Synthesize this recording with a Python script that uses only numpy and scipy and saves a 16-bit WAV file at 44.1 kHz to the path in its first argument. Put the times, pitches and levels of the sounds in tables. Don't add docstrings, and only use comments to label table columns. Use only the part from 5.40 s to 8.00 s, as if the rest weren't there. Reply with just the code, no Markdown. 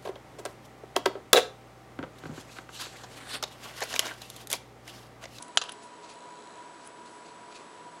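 import sys
import numpy as np
from scipy import signal
from scipy.fft import rfft, irfft
from scipy.io import wavfile

SR = 44100
rng = np.random.default_rng(int(sys.argv[2]) if len(sys.argv) > 2 else 0)


def bounce(signal):
    frames = np.transpose(np.atleast_2d(signal))
    limited = np.clip(frames, -1, 1)
    pcm = np.round(limited * 32767).astype(np.int16)
    wavfile.write(sys.argv[1], SR, pcm)


N = 114660


def undb(db):
    return 10 ** (np.asarray(db) / 20)


def unit(x):
    return x / np.sqrt(np.mean(x ** 2))


def response(colour, size=8192):
    hz, db = np.array(colour).T
    freqs = np.maximum(np.fft.rfftfreq(size, 1 / SR), 1)
    gain = undb(np.interp(np.log(freqs), np.log(hz), db))
    cepstrum = irfft(np.log(gain))
    cepstrum[1:size // 2] *= 2
    cepstrum[size // 2 + 1:] = 0
    impulse = irfft(np.exp(rfft(cepstrum)))
    return impulse / np.linalg.norm(impulse)


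def through(x, impulse):
    return signal.fftconvolve(x, impulse)[:N]


def add(out, start_s, x):
    i = int(max(start_s, 0) * SR)
    out[i:] += x[:N - i]


def fade(t60_s):
    return np.exp(-np.log(1000) * np.arange(N) / SR / t60_s)


def burst(t60_s):
    x = rng.standard_normal(N) * fade(t60_s)
    return x / np.linalg.norm(x)


def crack(t60_s, size=8192):
    spectrum = rfft(burst(t60_s)[:size])
    flat = irfft(spectrum / np.abs(spectrum))[:size // 2]
    return np.pad(flat, (0, N - len(flat))) / np.linalg.norm(flat)


def ring(modes):
    t = np.arange(SR // 4) / SR
    x = sum((-1) ** k * undb(db) * fade(t60_s)[:len(t)] * np.sin(2 * np.pi * hz * t)
            for k, (hz, db, t60_s) in enumerate(modes))
    return np.pad(x, (0, N - len(x)))


def narrow(hz, width_hz):
    detuning = 2 * (np.fft.rfftfreq(N, 1 / SR) - hz) / width_hz
    return unit(irfft(rfft(rng.standard_normal(N)) / (1 + detuning ** 2), N))


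# frequency_hz, relative_db
HISS_COLOUR = [(15, -50), (25, -37), (87, -23.5), (115, -19.5), (272, -11.5), (325, -5.5), (379, -11.5),
               (409, -7.5), (453, -9), (855, -12), (946, -6), (1130, -12), (1390, -13), (2300, -21),
               (3930, -24), (5460, -27.5), (10800, -32), (14100, -81), (22000, -120)]
# pitch_hz, width_hz, level_db
HUMS = [(119.3, 5.2, -75.5), (166.3, 3.3, -71.5), (238, 16, -69.5), (418.6, 10.4, -63), (681, 50, -63.5),
        (962.6, 10.4, -59.5)]


def room_noise(hiss_db=-50, waver_db=.5):
    hiss = unit(signal.fftconvolve(rng.standard_normal(2 * N), response(HISS_COLOUR))[N:2 * N])
    hiss *= undb(hiss_db + waver_db * narrow(0, 1.6))
    return hiss + sum(undb(db) * narrow(hz, width_hz) for hz, width_hz, db in HUMS)


def fan_whine(pitch_hz=978, drift_hz=2, level_db=-54, waver_db=2.5):
    phase = 2 * np.pi * np.cumsum(pitch_hz + drift_hz * narrow(0, 16.5)) / SR
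    waver = undb(waver_db * narrow(0, 4.0))
    return undb(level_db) * unit(np.sin(phase) * waver)


def whistle(pitch_hz=7864, swing_hz=31.8, rate_hz=30, jitter_hz=6, level_db=-68):
    t = np.arange(N) / SR
    hz = pitch_hz + swing_hz * np.sin(2 * np.pi * rate_hz * t) + jitter_hz * narrow(0, 38)
    return undb(level_db) * unit(np.sin(2 * np.pi * np.cumsum(hz) / SR))


# frequency_hz, relative_db
ROOM_COLOUR = [(100, -10), (650, -6), (1400, 17), (3300, 0), (4600, 17), (7000, 7), (11000, 9.5)]


def reverberate(x, t60_s=.5, tail_db=-24, delay_s=.008):
    tail = np.zeros(N)
    add(tail, delay_s, through(burst(t60_s), response(ROOM_COLOUR)))
    return x + undb(tail_db) * through(x, tail)


# start_s, end_s, level_db
MOTOR_RUNS = [(.04, .56, -39), (.75, 1.23, -35)]
# pitch_hz, relative_db, t60_s
MOTOR_MODES = [(4020, -2, .013), (6860, -4, .010)]


def focus_motor(step_hz=59.9, align_s=.7725, scatter_db=2):
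    out = np.zeros(N)
    times = align_s % (1 / step_hz) + np.arange(int(N / SR * step_hz) - 1) / step_hz
    for hz, mode_db, t60_s in MOTOR_MODES:
        steps, tick = np.zeros(N), ring([(hz, 0, t60_s)])
        sizes = undb(scatter_db * rng.standard_normal(len(times)))
        for start_s, end_s, db in MOTOR_RUNS:
            running = (times > start_s) & (times < end_s)
            steps[(times[running] * SR).astype(int)] = undb(db) * sizes[running]
        out += undb(mode_db) * through(steps, tick / np.linalg.norm(tick))
    return out


def friction(strokes, colour, slips_per_s=2800, spread_db=3.5):
    t = np.arange(N) / SR
    slips = (rng.random(N) < slips_per_s / SR) * rng.choice([-1, 1], N)
    slips = slips * undb(spread_db * rng.standard_normal(N))
    swell = np.zeros(N)
    for peak_s, rise_s, fall_s, db in strokes:
        lag = t - peak_s
        swell += undb(db) * np.exp(-np.where(lag < 0, .5 * (lag / rise_s) ** 2, lag / fall_s))
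    return through(unit(slips) * swell, response(colour))


# peak_s, rise_s, fall_s, level_db
GRIP_STROKES = [(1.595, .02, .03, -56)]
# frequency_hz, relative_db
GRIP_COLOUR = [(40, -28), (80, -18), (125, 5), (200, -9), (330, 8), (600, -30), (2000, -28)]


def grip_shift():
    return friction(GRIP_STROKES, GRIP_COLOUR)


# peak_s, rise_s, fall_s, level_db
RUB_STROKES = [(.435, .015, .02, -58), (.648, .015, .025, -54), (.712, .018, .028, -52.5),
               (1.43, .02, .03, -59), (1.665, .008, .03, -56.5), (1.875, .02, .035, -56),
               (2.124, .008, .025, -53.5), (2.157, .007, .036, -49.8)]
# frequency_hz, relative_db
RUB_COLOUR = [(500, -3), (1800, -10), (2500, 8), (3100, 1), (4300, 6), (5400, 0.5), (7100, 1), (8200, -9),
              (11000, -17)]


def skin_rub():
    return friction(RUB_STROKES, RUB_COLOUR)


# peak_s, rise_s, fall_s, level_db
SLIDE_STROKES = [(.05, 0.17, 0.015, -59), (.164, 0.0071, 0.01, -60), (.435, 0.0062, 0.02, -55.5),
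                 (.705, 0.012, 0.03, -61), (1.463, 0.013, 0.022, -55), (1.755, 0.089, 0.067, -63)]
# start_s, tick_db, ring_db
LINK_TICKS = [(0.0231, -22.5, -50), (0.025, -19, -55), (0.026, -22, -40), (0.0816, -30, -50),
              (0.159, -43, -48), (0.238, -23.5, -48), (.2932, -24, -51), (0.296, -29, -49),
              (0.3205, -25, -38.5), (0.3251, -30, -50), (.7380, -43, -54), (1.474, -31, -41),
              (1.66, -36, -65), (2.155, -32, -68)]
# frequency_hz, relative_db
LINK_COLOUR = [(300, 0), (1800, -7), (2800, 3.5), (4500, -1), (6500, 7), (7800, 6), (10300, 9.5),
               (11500, -15)]
# pitch_hz, relative_db, t60_s
LINK_MODES = [(9700, 4, 0.0058), (10350, 9.2, 0.0055), (10880, 1, 0.006)]


def chain(tick_t60_s=.015):
    ticks, rings, body = np.zeros(N), np.zeros(N), ring(LINK_MODES)
    for start_s, tick_db, ring_db in LINK_TICKS:
        add(ticks, start_s, undb(tick_db) * crack(tick_t60_s))
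        add(rings, start_s, undb(ring_db) * body)
    return through(ticks, response(LINK_COLOUR)) + rings + friction(SLIDE_STROKES, LINK_COLOUR)


# peak_s, rise_s, fall_s, level_db
JOSTLES = [(.219, .002, .008, -35.5), (.243, .008, .05, -45.5), (.322, .005, .008, -49)]
# frequency_hz, relative_db
JOSTLE_COLOUR = [(200, -9), (650, 8), (1400, 5.5), (2200, -1.5), (2800, 10.5), (4600, -2), (5200, -2),
                 (7100, -5), (7700, -16), (11000, -15)]


def settings_jostle():
    return friction(JOSTLES, JOSTLE_COLOUR)


# pitch_hz, relative_db, longest_t60_s
PENDANT_MODES = [(680, -7, 0.032), (1290, -2, 0.03), (2589, -6, 0.05), (2770, 0, 0.04), (3075, -6, .03),
                 (3400, -6, 0.03), (3660, -8, .02), (4045, 2.5, 0.044), (4320, -15, 0.1), (4690, -2, 0.022),
                 (4815, -6, .036), (5635, -8, 0.05), (6272, -1, 0.029), (7100, -1, 0.056),
                 (8092, -8.5, 0.035)]
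# start_s, hit_db, ring_db, t60_ratio, cutoff_hz
KNOCKS = [(.1732, 7.3, -23, 1, 15000), (.2151, -11, -38, .8, 9000), (.2188, -15, -42, .8, 9000),
          (.2213, -17, -43, 1, 9000), (.2240, -20, -47, .8, 7000), (.2390, -22, -50, .5, 6000),
          (.2580, -24, -53, .4, 4500), (.2888, -21, -53, .3, 4000), (.2928, -13, -47, .3, 4200),
          (.2965, -22, -52, .3, 4000)]
# frequency_hz, relative_db
KNOCK_COLOUR = [(60, -30), (430, -21), (650, -9), (1050, -9.5), (1560, -1.8), (1950, -13), (2480, -13.5),
                (3050, 1), (3650, -3), (4250, -12), (4700, -6.5), (5100, -12), (6900, -9), (7600, -25),
                (9400, -21), (10250, -15.5), (11200, -26)]


def pendant(contact_gain_db=1.5, clatter_gain_db=-8.5):
    out, colour = np.zeros(N), response(KNOCK_COLOUR)
    for start_s, hit_db, ring_db, t60_ratio, cutoff_hz in KNOCKS:
        contact = undb(contact_gain_db) * crack(t60_s=.007)
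        clatter = undb(clatter_gain_db) * crack(t60_s=.03)
        body = ring([(hz, db, t60_s * t60_ratio) for hz, db, t60_s in PENDANT_MODES])
        knock = undb(hit_db) * through(contact + clatter, colour) + undb(ring_db) * body
        lowpass = signal.butter(4, cutoff_hz, fs=SR, output="sos")
        add(out, start_s, signal.sosfilt(lowpass, knock))
    return out


def scene():
    necklace = reverberate(pendant() + settings_jostle() + chain() + skin_rub())
    return (necklace + grip_shift() + focus_motor() + whistle() + room_noise() + fan_whine())[None]


def record(dry):
    cutoff_hz = 11050
    return signal.sosfilt(signal.ellip(10, .2, 70, cutoff_hz, fs=SR, output="sos"), dry)


dry = scene()
out = record(dry)
bounce(out)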